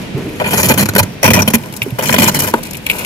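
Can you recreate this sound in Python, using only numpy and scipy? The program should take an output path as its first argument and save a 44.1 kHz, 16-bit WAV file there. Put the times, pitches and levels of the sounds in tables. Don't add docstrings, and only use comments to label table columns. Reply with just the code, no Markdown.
import sys
import numpy as np
from scipy import signal
from scipy.fft import rfft, irfft
from scipy.io import wavfile

SR = 44100
rng = np.random.default_rng(int(sys.argv[2]) if len(sys.argv) > 2 else 0)


def dump(signal):
    limited = np.clip(np.atleast_2d(signal).T, -1, 1)
    pcm = np.round(limited * 32767).astype(np.int16)
    wavfile.write(sys.argv[1], SR, pcm)


def rack_gain(trim_db):
    fader = np.asarray(trim_db, float)
    return 10 ** (fader / 20)


N = 134505

# (start [s], length [s], grit [dB], wall [dB], crunch [dB])
FIRST_STROKE = [(0.4, 0.0025, -36, -21.0, -15), (0.405, 0.02, -38, -15.5, -29),
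                (0.442, 0.017, -42, -21.0, -19), (0.461, 0.03, -26, -19, -16.0),
                (0.508, 0.019, -23, -23.5, -22), (0.532, 0.016, -14.5, -14.0, -11.5),
                (0.554, 0.015, -25, -42, -19), (0.574, 0.027, -12.5, -12.5, -14.0),
                (0.603, 0.016, -19.5, -44, -26), (0.632, 0.032, -10.5, -23, -11.5),
                (0.671, 0.012, -25, -28, -25), (0.687, 0.0096, -10.5, -24, -17),
                (0.698, 0.026, -13.5, -9.5, -8.0), (0.739, 0.0055, -18.5, -34, -19.0),
                (0.777, 0.019, -11.5, -18, -11), (0.799, 0.026, -12.5, -22.5, -13.5),
                (0.827, 0.0094, -15.5, -18, -19), (0.857, 0.0061, -18.5, -22.0, -21),
                (0.888, 0.007, -15.5, -16, -17), (0.937, 0.0013, -20.5, -40.0, -41),
                (0.952, 0.0018, -7, -17, -12), (0.962, 0.0053, -9, -6, -6.5), (0.982, 0.021, -5, -8, -8),
                (1.03, 0.0087, -20.0, -30, -19.0)]
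LATE_BITES = [
    (1.477, 0.011, -8.5, -16.5, -4.0),
    (1.502, 0.0085, -20.0, -37, -24.0),
    (1.537, 0.018, -6.5, -15, -4.5),
]
SECOND_STROKE = [(1.231, 0.004, -8.5, -13.0, -6), (1.242, 0.023, -6.5, -10.5, -2),
                 (1.278, 0.0086, -8.5, -15, -0.5), (1.305, 0.011, -5.5, -13, -4.5),
                 (1.335, 0.013, -3, -15, -1), (1.351, 0.021, -14.5, -15.5, -12.5),
                 (1.377, 0.0066, -22, -18.5, -13), (1.39, 0.018, -16, -11.5, -13.5),
                 (1.42, 0.0092, -13.5, -23.5, -10)]
THIRD_STROKE = [(1.987, 0.015, -21.0, -15.5, -16.5), (2.009, 0.013, -36, -28, -22),
                (2.025, 0.024, -15.5, -18.5, -14.0), (2.057, 0.032, -16.0, -39, -15),
                (2.093, 0.005, -17, -5, -7), (2.102, 0.016, -18, -27, -21), (2.126, 0.0099, -11, -25, -8),
                (2.141, 0.0061, -8.5, -4, -2.5), (2.163, 0.0046, -25, -25, -11),
                (2.185, 0.0043, -6, -7.5, -1.5), (2.198, 0.01, -6, -32, -2.5),
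                (2.22, 0.025, -8.5, -14.5, -7), (2.252, 0.02, -18.0, -39, -14),
                (2.277, 0.019, -10, -13, -7.5), (2.346, 0.025, -13.0, -26.5, -20.5),
                (2.374, 0.006, -33, -44, -22), (2.391, 0.018, -9.5, -22, -15),
                (2.42, 0.04, -17.5, -24.5, -19.5), (2.468, 0.02, -19, -20.5, -17.5),
                (2.496, 0.017, -27, -39, -29.0)]
CHIPS = [(0.178, 0.003, -38, -49, -51), (0.291, 0.0032, -38, -51, -31), (1.583, 0.0043, -28.5, -45, -32),
         (1.635, 0.006, -33, -48, -33.0), (1.659, 0.0032, -32, -55, -43), (1.672, 0.003, -43, -46, -45),
         (1.725, 0.0058, -30.0, -48, -37.0), (1.738, 0.003, -26.5, -55, -24),
         (1.765, 0.0094, -27, -44, -42.0), (1.819, 0.0033, -32, -36.5, -8), (1.827, 0.011, -25.5, -52, -27),
         (1.884, 0.0051, -33, -49, -36), (1.905, 0.004, -34, -51, -27.5), (2.539, 0.0036, -19.5, -1, -23),
         (2.552, 0.04, -39, -29.5, -49), (2.63, 0.0083, -23, -33, -30), (2.65, 0.021, -29, -45, -32),
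         (2.71, 0.0044, -28.0, -58, -40), (2.733, 0.0028, -25, -46, -35), (2.745, 0.0092, -28, -49, -25.5),
         (2.77, 0.0064, -30, -46, -46), (2.866, 0.0012, -12, -29, -12), (2.899, 0.001, -11.5, -27.0, -7),
         (2.901, 0.015, -22, -44, -16), (2.985, 0.013, -26, -63, -27), (3.048, 0.002, -17.5, -47, -24)]
# (frequency [Hz], width [Hz], first grip [dB], second grip [dB], third grip [dB])
SPOON_RINGS = [(1947, 350, -2.5, -4.5, -2), (2427, 170, 5.5, 5, 0.5), (2990, 290, -2, -1, -1),
               (4145, 200, 0.5, -6, 0.5), (5860, 240, -5.5, 8, -6), (6950, 890, -5, -3, -3),
               (8950, 1340, -11.5, -14, -13.5), (11050, 520, -1.5, -11, -11.5),
               (11660, 280, -13.5, -4.5, -1), (12370, 520, -4, -5, -5), (14300, 910, -9, -9.5, -8.5)]
# (frequency [Hz], width [Hz], level [dB])
CHIP_RINGS = [(2450, 400, 4), (11800, 2000, -7)]
# (lag of left port [samples], left over right [dB])
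PLACES = [
    (-7, -1.5),
    (-3, 0),
    (59.5, -2),
    (12, 2.5),
]
# (time [s], light drag [dB], push on box [dB])
HAND = [(0.0, -30, -18), (.13, -44, -32.5), (.18, -35, -14), (.38, -29.5, -32), (.5, -19.5, -23.5),
        (.72, -19.5, -13.5), (.9, -32.5, -17), (1.06, -29, -17), (1.208, -40, -43), (1.248, -9.5, -12),
        (1.42, -46, -15), (1.46, -23, -14.5), (1.62, -28.5, -21.5), (1.97, -30, -28.5), (2.198, -14.5, -14),
        (2.5, -27, -26), (2.82, -35, -40.5), (2.92, -18.5, -25)]
# (frequency [Hz], density [dB per Hz])
GRIT_COLOUR = [(700, -36), (1300, -2), (3000, -2), (4200, 4), (10000, -2), (15600, -7)]
# (frequency [Hz], width [Hz], level [dB])
WALL_RINGS = [(420, 37, 5), (514.6, 33, 4), (614, 117, 5.5), (879, 44, 5), (972, 69, 6), (1202, 106, -12.5),
              (1390, 290, 0)]
# (frequency [Hz], width [Hz], level [dB])
BOX_RINGS = [(103.2, 8.3, 2.5), (141.6, 19.3, 1), (187, 17.2, 1.5), (209, 8.3, -7), (306, 13, -28)]
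# (time [s], peak [dB], frequency [Hz])
BUMPS = [(0.146, -3, 138), (0.783, -3, 212), (0.819, 2.5, 211.8), (0.951, -0.5, 201), (1.005, 2, 103),
         (1.291, 0.5, 219), (1.477, 0, 218), (1.54, 5, 228.4), (1.818, -10.5, 122), (1.863, -6, 394),
         (1.875, -11.5, 262), (1.923, -4.5, 124.4), (2.11, -3.5, 229), (2.185, 3, 257), (2.537, -3, 230)]
# (frequency [Hz], level [dB], T60 [s])
KNOCK_MODES = [(943, 6, 0.033), (480, -0.5, .035), (740, -15.5, 0.033), (314, -6, 0.059)]
# (time [s], level [dB])
RUB = [
    (0.142, -35),
    (.205, -22),
    (.42, -49),
]
# (frequency [Hz], density [dB per Hz])
FLOOR_COLOUR = [(15, -44), (25, -8.5), (188, 3.5), (1240, -21.5), (2440, -16), (12600, -43), (15600, -62)]

GRIT_DB, CRUNCH_DB, DRAG_GRIT_DB, RING_SHARE_DB = -8, 2, -4.0, 3
CRUNCH_TOP_HZ, GRIT_FOOT_HZ = 3350, 3750
TREBLE_HZ, TREBLE_LEFT_DB = 5000, 8
CRYSTALS_PER_S, SIZE_SPREAD_DB = 10000, 4
FLUTTER_DB, FLUTTER_HZ = 2.0, 150
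PATCH_DB, PATCH_HZ, RING_CHANCE_DB = 2.5, 40, 2.2
ATTACK_S, RELEASE_S, TAIL_S, TAIL_DB = .0007, .002, .012, -18
CRACK_S, SWELL_SHARE = .002, .08
GRIT_ALIKE, WALL_ALIKE = .52, 0.75
ECHO_T60_S, ECHO_DB = .025, -9
WALL_DB, WALL_TOP_HZ, WALL_LEFT_DB = -4.5, 2260, 1.2
BOX_DB, BITE_SHARE, NARROWEST_HZ = 0.5, 0.7, 22
LOW_CUT_HZ, BOOM_LEFT_DB = 85, -4.0
BUMP_T60_S, BUMP_DB, BUMP_DULL_HZ = 0.14, -5.5, 235
KNOCK_S, KNOCK_RISE_S = 2.538, 0.0016
RUB_LOW_HZ, RUB_HIGH_HZ = 252, 445
FLOOR_DB, FLOOR_DRIFT_DB, FLOOR_DRIFT_HZ = -32, 2.8, 1.1
OVERLOAD_TOP, TREBLE_CUT_HZ = 1.1, 16100


def rms_one(x):
    return x / np.sqrt(np.mean(x ** 2) + 1e-20)


def butter(x, order, hz, kind="low"):
    return signal.sosfilt(signal.butter(order, hz, kind, fs=SR, output="sos"), x)


def left_right(left_db):
    return rack_gain(np.array([[left_db / 2], [-left_db / 2]]))


def drift(rate_hz):
    r = np.exp(-2 * np.pi * rate_hz / SR)
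    noise = rng.standard_normal(N + SR)
    return rms_one(signal.lfilter([1], [1, -2 * r, r * r], noise)[SR:])


def resonance(x, hz, width_hz):
    r = np.exp(-np.pi * width_hz / SR)
    zeros = np.sqrt(1 - r * r) / np.sqrt(2) * np.array([1, 0, -1])
    poles = [1, -2 * r * np.cos(2 * np.pi * hz / SR), r * r]
    return signal.lfilter(zeros, poles, x + 1e-18)


def colour(x, spectrum):
    points = np.array(spectrum)
    hz = np.arange(N // 2 + 1) * SR / N + 1
    level_db = np.interp(np.log(hz), np.log(np.maximum(points[:, 0], 1)), points[:, 1])
    return irfft(rfft(x) * rms_one(rack_gain(level_db)), N)


def hand(column):
    rows = np.array(HAND)
    return rack_gain(np.interp(np.arange(N) / SR, rows[:, 0], rows[:, column]))


def crystals(alike, lag):
    size_db = SIZE_SPREAD_DB * np.minimum(rng.exponential(1, (3, N)), 4)
    sizes = rack_gain(size_db) * rng.choice([-1, 1], (3, N))
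    snaps = sizes * (rng.random((3, N)) < CRYSTALS_PER_S / SR)
    shared = np.array([np.roll(snaps[0], int(lag)), snaps[0]])
    both = np.sqrt(alike) * shared + np.sqrt(1 - alike) * snaps[1:]
    return rms_one(both * rack_gain(FLUTTER_DB * drift(FLUTTER_HZ)))


def pressure(bites, levels_db):
    out = np.zeros(N)
    for (start_s, length_s, *_), db in zip(bites, levels_db):
        i = max(int((start_s - .04) * SR), 0)
        t = np.arange(i, min(i + int((length_s + .14) * SR), N)) / SR - start_s
        after = np.maximum(t - length_s, 0)
        swell_s = SWELL_SHARE * length_s
        rise = np.exp(np.minimum(t, 0) / max(ATTACK_S, swell_s - ATTACK_S))
        crack = 1 + np.exp(-np.abs(t) / CRACK_S - swell_s / ATTACK_S / 2)
        fall = np.exp(-after / RELEASE_S) + rack_gain(TAIL_DB) * np.exp(-after / TAIL_S)
        out[i:i + len(t)] += rack_gain(db) * rise * crack * fall
    return out


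def rung(snaps, bites, column, rings, steady):
    level_db = np.array(bites)[:, column]
    chance = rng.standard_normal((len(bites), len(rings)))
    shares = np.array([rack_gain(db) * np.sqrt(width) for _, width, db in rings])
    shares = shares / np.sqrt(np.sum(shares ** 2))
    out = 0
    for k, (hz, width_hz, _) in enumerate(rings):
        force = steady + pressure(bites, level_db + RING_CHANCE_DB * chance[:, k])
        patches = rack_gain(PATCH_DB * drift(PATCH_HZ))
        out = out + shares[k] * resonance(snaps * patches * force, hz, width_hz)
    return out


def ports(x, left_db):
    t = np.arange(1500) / SR
    echo = rng.standard_normal((2, len(t))) * rack_gain(-60 * t / ECHO_T60_S)
    echo = rack_gain(ECHO_DB) * echo / np.sqrt(np.sum(echo ** 2, axis=1))[:, None]
    echo[:, 0] = 1
    return signal.fftconvolve(x, echo, axes=1)[:, :N] * left_right(left_db)


def frost():
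    t = np.arange(N) / SR
    grips = [[(row[0], row[1], row[2 + k]) for row in SPOON_RINGS] for k in range(3)] + [CHIP_RINGS]
    strokes = (FIRST_STROKE + LATE_BITES, SECOND_STROKE, THIRD_STROKE, CHIPS)
    ends_s = [sum(bites[-1][:2]) for bites in (FIRST_STROKE, LATE_BITES, THIRD_STROKE)]
    drag_s = [0] + ends_s + [N / SR]
    halves = ((4, "low", CRUNCH_TOP_HZ, CRUNCH_DB, 0), (2, "high", GRIT_FOOT_HZ, 0, DRAG_GRIT_DB))
    out = 0
    for k, (bites, rings, (lag, left_db)) in enumerate(zip(strokes, grips, PLACES)):
        snaps = crystals(GRIT_ALIKE, lag)
        drag = hand(column=1) * (t >= drag_s[k]) * (t <= drag_s[k + 1])
        all_power = sum(rack_gain(db) ** 2 * width for _, width, db in rings)
        layers = 0
        for column, side, edge_hz, level_db, drag_db in halves:
            own = [ring for ring in rings if (ring[0] < CRUNCH_TOP_HZ) == (side == "low")]
            share = np.sqrt(sum(rack_gain(db) ** 2 * width for _, width, db in own) / all_power)
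            steady = drag * rack_gain(drag_db)
            force = steady + pressure(bites, np.array(bites)[:, column])
            crush = butter(colour(snaps * force, GRIT_COLOUR), 5, edge_hz, side)
            ringing = share * rack_gain(RING_SHARE_DB) * rung(snaps, bites, column, own, steady / 2)
            layers = layers + rack_gain(level_db) * (crush + ringing)
        out = out + ports(layers, left_db)
    dull = butter(out, 1, TREBLE_HZ)
    return rack_gain(GRIT_DB) * (dull + (out - dull) * left_right(TREBLE_LEFT_DB))


def wall():
    bites = FIRST_STROKE + SECOND_STROKE + LATE_BITES + THIRD_STROKE + CHIPS
    x = rung(crystals(WALL_ALIKE, -10), bites, 3, WALL_RINGS, hand(column=1) / 2)
    return rack_gain(WALL_DB) * ports(butter(x, 2, WALL_TOP_HZ), WALL_LEFT_DB)


def box():
    bites = FIRST_STROKE + SECOND_STROKE + LATE_BITES + THIRD_STROKE
    biting = np.minimum(pressure(bites, np.zeros(len(bites))), 1)
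    shake = rng.standard_normal(N) * hand(column=2) * (1 - BITE_SHARE + BITE_SHARE * biting)
    rings = sum(rack_gain(db) * resonance(shake, hz, max(width, NARROWEST_HZ)) for hz, width, db in BOX_RINGS)
    out = rack_gain(BOX_DB) * rings / 2
    t = np.arange(SR // 2) / SR
    for start_s, db, hz in BUMPS:
        i = int(start_s * SR)
        fall_db = 60 * t / BUMP_T60_S * max(hz / BUMP_DULL_HZ, 1) ** 2
        thud = rack_gain(db + BUMP_DB - fall_db) * np.sin(2 * np.pi * hz * t)
        out[i:i + len(t)] += thud[:N - i]
    return butter(out, 3, LOW_CUT_HZ, "high") * left_right(BOOM_LEFT_DB)


def knock():
    t = np.maximum(np.arange(N) / SR - KNOCK_S, 0)
    modes = sum(rack_gain(db - 60 * t / t60_s) * np.sin(2 * np.pi * hz * t) for hz, db, t60_s in KNOCK_MODES)
    return (1 - np.exp(-t / KNOCK_RISE_S)) * modes


def sleeve():
    time_s, level_db = np.transpose(RUB)
    level = np.interp(np.arange(N) / SR, time_s, rack_gain(level_db), left=0, right=0)
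    rub = rms_one(butter(rng.standard_normal(N), 3, [RUB_LOW_HZ, RUB_HIGH_HZ], "band"))
    return rub * level * rack_gain(2 * drift(FLUTTER_HZ / 4))


def machine():
    mid = colour(rng.standard_normal(N), FLOOR_COLOUR)
    side = butter(colour(rng.standard_normal(N), FLOOR_COLOUR), 1, 500, "high")
    level_db = FLOOR_DB + FLOOR_DRIFT_DB * drift(FLOOR_DRIFT_HZ)
    return rack_gain(level_db) * (mid + side * [[1], [-1]])


def scene():
    return frost() + wall() + box() + knock() + sleeve() + machine()


def band_limit(x):
    return signal.sosfilt(signal.butter(12, 15770, fs=SR, output="sos"), x)


def record(dry):
    squeezed = dry / (1 + np.abs(dry / OVERLOAD_TOP) ** 4) ** (1 / 4)
    treble_cut = signal.cheby2(12, 40, TREBLE_CUT_HZ, fs=SR, output="sos")
    return band_limit(signal.sosfilt(treble_cut, squeezed))


dry = scene()
out = record(dry)
dump(out)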